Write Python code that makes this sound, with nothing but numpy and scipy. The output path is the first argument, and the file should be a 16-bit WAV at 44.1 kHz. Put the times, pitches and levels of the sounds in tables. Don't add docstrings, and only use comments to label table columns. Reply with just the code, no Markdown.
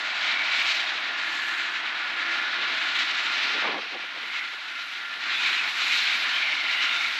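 import sys
import numpy as np
from scipy import signal
from scipy.fft import rfft, irfft, next_fast_len
from scipy.io import wavfile
from scipy.ndimage import uniform_filter1d

SR = 44100
rng = np.random.default_rng(int(sys.argv[2]) if len(sys.argv) > 2 else 0)


def voltage_ratio(decibels):
    exponent = np.asarray(decibels, float) / 20
    return 10 ** exponent


def transcribe(signal):
    frames = np.atleast_2d(signal).T
    limited = np.clip(frames, -1, 1)
    pcm = np.round(limited * 32767).astype(np.int16)
    wavfile.write(sys.argv[1], SR, pcm)


N = 317079
TIME_S = np.arange(N) / SR
SIZE = next_fast_len(N)
FREQ_HZ = np.maximum(np.arange(SIZE // 2 + 1) * SR / SIZE, 1)


def in_time(rows):
    time_s, *columns = np.transpose(rows)
    return [np.interp(TIME_S, time_s, c) for c in columns]


def swells(rows, blunt=1):
    centre_s, length_s, *columns = np.transpose(rows)
    coarse_s = np.arange(0, N + 64, 64) / SR
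    phase = np.clip((coarse_s[:, None] - centre_s) / length_s, -.5, .5)
    arch = abs(np.cos(np.pi * phase)) ** blunt
    return [np.interp(TIME_S, coarse_s, arch @ c) for c in columns]


def rms_one(x):
    return x / np.sqrt(np.mean(x ** 2) + 1e-20)


def drift(rate_hz):
    r = np.exp(-80 * np.pi * rate_hz / SR)
    slow = signal.lfilter([1], [1, -2 * r, r * r], rng.standard_normal(N // 40 + 2002))[2000:]
    return np.interp(np.arange(N) / 40, np.arange(len(slow)), rms_one(slow))


def quick(rate_hz):
    slow = drift(rate_hz)
    return rms_one(slow - uniform_filter1d(slow, SR // 6))


def coloured(points):
    hz, db = np.transpose(points)
    tilt_db = np.interp(np.log(FREQ_HZ), np.log(hz), db, left=-120, right=-120)
    return rfft(rng.standard_normal(SIZE)) * voltage_ratio(tilt_db)


def steady(colour):
    return rms_one(irfft(coloured(colour), SIZE)[:N])


def smeared(width_hz, size):
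    low = signal.butter(3, width_hz, fs=SR, output="sos")
    real, imaginary = signal.sosfilt(low, rng.standard_normal((2, size)))
    return rms_one(real) + 1j * rms_one(imaginary)


# time_s, loudness_db, clarity_db (top against the whole)
AIR_PATH = [(0.0, -28, -19.5), (0.32, -27.5, -23.5), (0.72, -26, -17.5), (0.84, -28.5, -22.5),
            (1.88, -29.5, -24.5), (3.6, -24, -18), (3.76, -31.5, -18.5), (4.14, -34, -22),
            (4.35, -31.5, -21), (4.58, -34, -19.5), (5.21, -31, -20.5), (5.31, -29.5, -19),
            (5.47, -25, -17.5), (5.67, -26.5, -21), (5.99, -23, -14), (6.59, -27.5, -19),
            (6.89, -25.5, -18), (7.19, -27.5, -16.5)]
# centre_s, length_s, gain_db, clarity_gain_db
EDDIES = [(.29, 0.18, 3, 4.5), (.7, 0.66, 2.5, 4.5), (.2, 0.14, 1, 3), (.1, .1, 0, 1.5), (2.8, 0.24, 1, 2),
          (3.68, 0.24, 0, -5), (5.1, 0.24, -2, -1), (5.75, 0.086, -1.5, 2.5), (1.3, 0.26, 1.5, 1),
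          (1.56, 0.21, 1.5, -0.5), (2.35, 0.12, 1.5, 1), (3.0, 0.13, 2.5, 3), (3.2, .14, 0, 0.5),
          (3.52, 0.6, 0, 0), (4.36, 0.14, 2, 1.5), (4.88, 0.16, -1.5, 2), (5.3, 0.16, 3, -2),
          (5.47, 0.22, 1, -0.5), (5.92, 0.15, 0.5, 1), (6.1, 0.099, -1, -1), (6.27, 0.057, -0.5, -5.5),
          (6.4, 0.26, 0.5, -1), (6.86, 0.14, 0.5, 1)]


def path():
    loud_db, clear_db = np.add(in_time(AIR_PATH), swells(EDDIES))
    return loud_db, clear_db - clear_db.mean()


ZONE_CLARITY = [-0.55, -0.00046, 0.17, 0.55, 0.59]


def body():
    loud_db, clear_db = path()
    return loud_db - 6 + ZONE_CLARITY[0] * clear_db


# freq_hz, density_db_per_hz
SELF_NOISE_COLOUR = [(8000, -15), (10500, 0), (12500, -6), (13700, -6), (13950, -8)]


def self_noise():
    return voltage_ratio(-77) * steady(SELF_NOISE_COLOUR)


# time_s, level_db
FAR_LEVEL = [(0, -44.5), (.8, -43.5), (1.6, -52.5), (2.6, -47.5), (3.6, -49), (4, -58), (5.2, -59),
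             (5.6, -55), (6.4, -47.5), (7.19, -52.5)]
# freq_hz, density_db_per_hz
FAR_COLOUR = [(520, -19), (600, -2.5), (720, -0.5), (950, -3.5), (1150, 0)]


def far_roll():
    return voltage_ratio(in_time(FAR_LEVEL)[0]) * steady(FAR_COLOUR)


# freq_hz, density_db_per_hz
WIND_COLOUR = [(35, -91), (60, -61), (170, -13), (285, -5), (839, 3), (1020, -1), (1200, 3.5), (1300, -19),
               (1690, -31), (2860, -120)]
# centre_s, length_s, gain_db (over the breeze), brightness_gain_db
GUSTS = [(.06, 0.38, 3, 12), (.31, .14, -2, -2), (.95, .1, 5, 3), (1.08, .18, 8, 0), (1.33, .4, -10, 2),
         (2.1, 0.89, 0.5, 22), (2.45, 0.42, 3.5, 7), (2.6, 0.11, 10.5, -26), (2.72, 0.18, 10, -9),
         (3.0, .5, 2, 6), (3.47, 0.19, 9, -10), (3.95, 0.12, 12, 1), (4.04, .06, 12, -8),
         (4.165, 0.095, 10.5, -2), (4.0, 0.026, 6, 17), (4.27, 0.17, 6, -26), (4.54, 0.073, 8, -2),
         (4.75, 0.54, -6, -1), (5.19, 0.17, 4.5, -12), (5.41, .07, 1, -1), (5.48, .08, -2, 11),
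         (5.9, .8, 2, 0), (6.84, .08, 1.5, 4), (6.94, 0.089, 3, 0)]
# centre_s, length_s, gain_db, brightness_gain_db
BLAST = [
    (3.57, .08, 13, -6),
    (3.725, .23, 16.5, -1),
    (3.66, .09, .5, 6),
    (3.85, .04, 9, -6),
]


def wind(lumpy_db, split_hz):
    breeze_db, breeze_bright_db = -57, -2
    gust_db, bright_db = np.add(swells(GUSTS), swells(BLAST, blunt=.3))
    gust_db = gust_db + breeze_db
    bright_db = bright_db + breeze_bright_db
    gust_db = gust_db + 1.04 * (gust_db - gust_db.max())
    noise = coloured(WIND_COLOUR)
    upper = 1 / (1 + (split_hz / FREQ_HZ) ** 4)
    thump = rms_one(irfft(noise * (1 - upper), SIZE)[:N] * voltage_ratio(lumpy_db * drift(23)))
    rasp = rms_one(irfft(noise * upper, SIZE)[:N] * voltage_ratio(lumpy_db * drift(40)))
    return voltage_ratio(gust_db + 4.5) * (thump + voltage_ratio(bright_db) * rasp)


# time_s, peak_db
SNAPS = [(3.625, -15), (3.644, -15), (3.689, -20), (3.718, -21), (3.744, -15), (3.786, -21)]


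def snaps():
    ring_hz, t60_s = 1000, .006
    clicks = np.zeros(N)
    for time_s, peak_db in SNAPS:
        clicks[round(time_s * SR)] = voltage_ratio(peak_db - 2)
    r, w = voltage_ratio(-60 / (t60_s * SR)), 2 * np.pi * ring_hz / SR
    return signal.lfilter([0, np.sin(w)], [1, -2 * r * np.cos(w), r * r], clicks + 1e-18)


def port():
    gusts = wind(lumpy_db=4.0, split_hz=520) + snaps()
    return signal.sosfilt(signal.butter(4, 178, "high", fs=SR, output="sos"), gusts)


# pitch_hz, level_db
SHAFT_HUM = [(102.4, -83)]


def shaft():
    hum = 0
    for pitch_hz, level_db in SHAFT_HUM:
        hum = hum + np.sqrt(2) * voltage_ratio(level_db + 1.9 * drift(2.1)) * np.sin(2 * np.pi * pitch_hz * TIME_S)
    return hum * voltage_ratio(0.46 * (body() + 24.5))


# centre_s, length_s, gain_db
DRIVE_TURNS = [
    (.7, 0.17, 0.5),
    (1.5, 0.67, 10),
    (2.0, .4, -1),
    (2.6, 0.47, -4),
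    (3.35, 0.12, 0.5),
    (3.8, 0.95, -7),
    (4.6, .3, -3),
    (5.7, 0.99, 4.5),
    (6.6, 0.35, -1.5),
]
# freq_hz, density_db_per_hz
DRIVE_FLOOR = [(7000, -4.5), (8000, 6.5), (8300, 4), (10000, 0), (10700, -2.5), (11900, -1), (12400, -1),
               (13300, -14)]


def drive(floor_db):
    start_hz, sag_hz_per_s, width_hz = 11470, 17, 280
    loud_db, clear_db = path()
    level_db = -76 + 0.29 * (loud_db - loud_db.mean()) + 0.96 * clear_db
    level_db = level_db + 1.06 * TIME_S + swells(DRIVE_TURNS)[0]
    turn = 2 * np.pi * np.cumsum(start_hz - sag_hz_per_s * TIME_S) / SR
    narrow = np.real(smeared(width_hz, size=N) * np.exp(1j * turn))
    wide = voltage_ratio(floor_db - 0.15 * (level_db - level_db.mean())) * steady(DRIVE_FLOOR)
    return voltage_ratio(level_db + 1.3 * drift(6.7)) * (narrow + wide)


# start_s, length_s, pitch_hz, width_hz, level_db
WHISTLES = [(0.145, 0.69, 2300, 151, -32), (0.202, 0.15, 3700, 250, -38), (4.2, 0.33, 2150, 180, -37),
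            (5.249, 0.47, 2380, 260, -31), (5.87, .1, 2250, 400, -27.5), (6.0, 0.2, 2300, 280, -29),
            (5.5, .12, 2900, 250, -34), (6.26, .2, 3050, 220, -34.5), (4.15, .99, 1400, 90, -46),
            (.22, 0.11, 3200, 700, -34), (.22, .1, 2280, 300, -31), (5.27, .1, 2080, 200, -34),
            (6.55, .42, 2060, 130, -35), (1.2, .5, 1750, 90, -39), (6.2, 0.2, 1740, 98, -36),
            (6.31, 0.25, 2300, 300, -30), (6.301, 0.81, 2160, 180, -33.5), (6.3, 0.59, 2950, 200, -37),
            (6.7, .3, 2830, 150, -32), (6.701, 0.43, 3640, 200, -36.5), (7.0, 0.1, 2280, 270, -29.5),
            (5.27, 0.24, 3700, 300, -35.5), (5.8, 0.4, 4040, 350, -35.5)]


def whistles():
    gain_db, wander, patchy_db = .3, .018, 1.5
    out, bend, patch = np.zeros(N), quick(10.0), quick(14.0)
    for k, (start_s, length_s, pitch_hz, width_hz, level_db) in enumerate(WHISTLES):
        n = np.arange(int(start_s * SR), min(int((start_s + length_s) * SR), N))
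        own = (n + k * SR // 3) % N
        arch = np.sin(np.pi * (n / SR - start_s) / length_s)
        swell = arch * voltage_ratio(level_db + gain_db + patchy_db * patch[own])
        turn = 2 * np.pi * pitch_hz * np.cumsum(1 + wander * bend[own]) / SR
        band = smeared(.65 * width_hz, size=SR)[:len(n)]
        out[n] += swell * np.real(band * np.exp(1j * turn))
    return out


# start_hz, sag_hz_per_s, rest_db (against the rush body)
ROTOR_A = (1415, 3.9, -14)
ROTOR_B = (1478, 2.9, -22.5)
ROTOR_C = (1728, .9, -27)
ROTOR_D = (1703, .7, -27)
ROTOR_LATE = (1434, 1.2, -22)
# centre_s, length_s, gain_db
FORWARD_A = [(.3, 1.2, 3), (1.4, .6, 4), (2.32, .5, 8), (2.6, .5, 3), (3.2, 1.2, 4), (3.6, .5, 5),
             (4.4, .7, 3), (4.79, .24, 11), (5.09, .34, 13), (6.23, .2, -4), (7, .9, 6)]
FORWARD_B = [(.3, 1.5, 11), (1.8, .7, 10), (2.8, 1.4, 12), (6.75, 1.4, 9)]
FORWARD_C = [(1.7, 5.8, 14), (1.4, .7, 5), (2.45, .7, 4), (3.8, 1, 4)]
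FORWARD_D = [(1.7, 4, 8), (1.45, .6, 6), (2.4, 1, 9), (3.2, .5, 9)]
FORWARD_LATE = [(4, .8, 11), (5.1, .9, 9), (5.95, 1.1, 12), (6.85, 1.4, 10)]
# ratio (to the loudest overtone), level_db (relative)
ORDERS_A = [(.5, -22), (1.245, -7), (1.48, -7)]
ORDERS_C = [(.2, -24)]
ORDERS_D = [(.201, -16)]


def rotor(tone, forward, orders, wobble, fade_db):
    start_hz, sag_hz_per_s, rest_db = tone
    pitch_hz = (start_hz - sag_hz_per_s * TIME_S) * (1 + wobble * drift(8.17))
    turn = 2 * np.pi * np.cumsum(pitch_hz) / SR
    tones = 0
    for ratio, level_db in [(1, 0.013)] + list(orders):
        level = voltage_ratio(level_db + fade_db * drift(8.9))
        tones = tones + level * np.sin(ratio * turn + 6 * rng.random())
    return np.sqrt(2) * voltage_ratio(rest_db + swells(forward)[0] + body()) * tones


def rotors():
    front = rotor(ROTOR_A, FORWARD_A, ORDERS_A, wobble=0.00162, fade_db=2.5)
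    front = front + rotor(ROTOR_B, FORWARD_B, [], wobble=0.00124, fade_db=2.5)
    rear = rotor(ROTOR_C, FORWARD_C, ORDERS_C, wobble=0.00092, fade_db=1.0)
    rear = rear + rotor(ROTOR_D, FORWARD_D, ORDERS_D, wobble=0.0007, fade_db=2.5)
    late = rotor(ROTOR_LATE, FORWARD_LATE, [], wobble=0.00168, fade_db=2.5)
    return front + voltage_ratio(1.5) * rear + late


RUSH_ZONES_HZ = [1500, 2300, 3700, 5500, 7500]
# freq_hz, density_db_per_hz
RUSH_COLOUR = [(60, -70), (100, -40), (290, -16), (530, -27), (700, -15.5), (1200, -6.5), (1400, -2.5),
               (2300, 0.5), (3300, -4.5), (3900, -4), (4400, -9.5), (4800, -14), (7800, -31.5), (8200, -45)]


def rush(flutter_db, patchy_db):
    loud_db, clear_db = path()
    zones_db = loud_db + np.outer(ZONE_CLARITY, clear_db)
    zones_db[-1] += 0.81 * swells(DRIVE_TURNS)[0]
    zones_db = zones_db - zones_db.mean(axis=1, keepdims=True)
    noise, flutter, out = coloured(RUSH_COLOUR), quick(21), 0
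    third = 3 * np.log2(FREQ_HZ / 55)
    for k in range(25):
        band = irfft(noise * np.clip(1 - abs(third - k), 0, 1), SIZE)[:N]
        place = np.interp(np.log(55 * 2 ** (k / 3)), np.log(RUSH_ZONES_HZ), range(5))
        share = np.clip(1 - abs(place - np.arange(5)), 0, 1)
        short_wave = min(k / 21, 1) ** 2
        level_db = share @ zones_db + short_wave * flutter_db * flutter + patchy_db * drift(5.7)
        out = out + band * voltage_ratio(level_db)
    return voltage_ratio(-28) * rms_one(out)


def scene():
    drone = drive(floor_db=3.5) + shaft() + whistles() + rotors() + rush(flutter_db=1.3, patchy_db=.7)
    return (far_roll() + port() + drone)[None]


# freq_hz, step_db
TOP_STEP = [(5500, -85), (6900, -62), (7700, -56), (8150, -51), (8500, -56), (8800, -53), (9500, -56),
            (10700, -54), (11400, -55), (12200, -53), (12600, -59), (13600, -58), (13950, -53)]


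def coarse_top(x, uneven_db, follow, hop=1024, start=420):
    bins, n = np.arange(256, 656), np.arange(2 * hop)
    window = signal.windows.kaiser_bessel_derived(2 * hop, 4 * np.pi)
    cosines = np.cos(np.pi / hop * np.outer(n + .5 + hop / 2, bins + .5))
    basis = window[:, None] * cosines * np.sqrt(2 / hop)
    padded = np.pad(x, (2 * hop - start, 3 * hop))
    frames = np.lib.stride_tricks.sliding_window_view(padded, 2 * hop)[::hop].copy()
    fine = frames @ basis
    loud_db = 10 * np.log10(np.mean(fine[:, 130:] ** 2, axis=1, keepdims=True) + 1e-9)
    hz, db = np.transpose(TOP_STEP)
    uneven = np.repeat(rng.standard_normal((len(fine), 25)), 16, axis=1)
    step_db = np.interp(bins * SR / 2 / hop, hz, db) + uneven_db * uneven
    step = voltage_ratio(step_db + follow * (loud_db - loud_db.mean()))
    rounded = np.sign(fine) * np.floor(abs(fine) / step + .4) * step
    error = (rounded - fine) @ basis.T
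    overlap = error[1:, :hop] + error[:-1, hop:]
    return x + overlap.ravel()[hop - start:][:N]


def low_pass(x):
    return signal.sosfilt(signal.butter(12, 13860, fs=SR, output="sos"), x)


def record(dry):
    heard = dry[0] + self_noise()
    mix = coarse_top(heard, uneven_db=3.5, follow=0.96)[None]
    return low_pass(mix)


dry = scene()
out = record(dry)
transcribe(out)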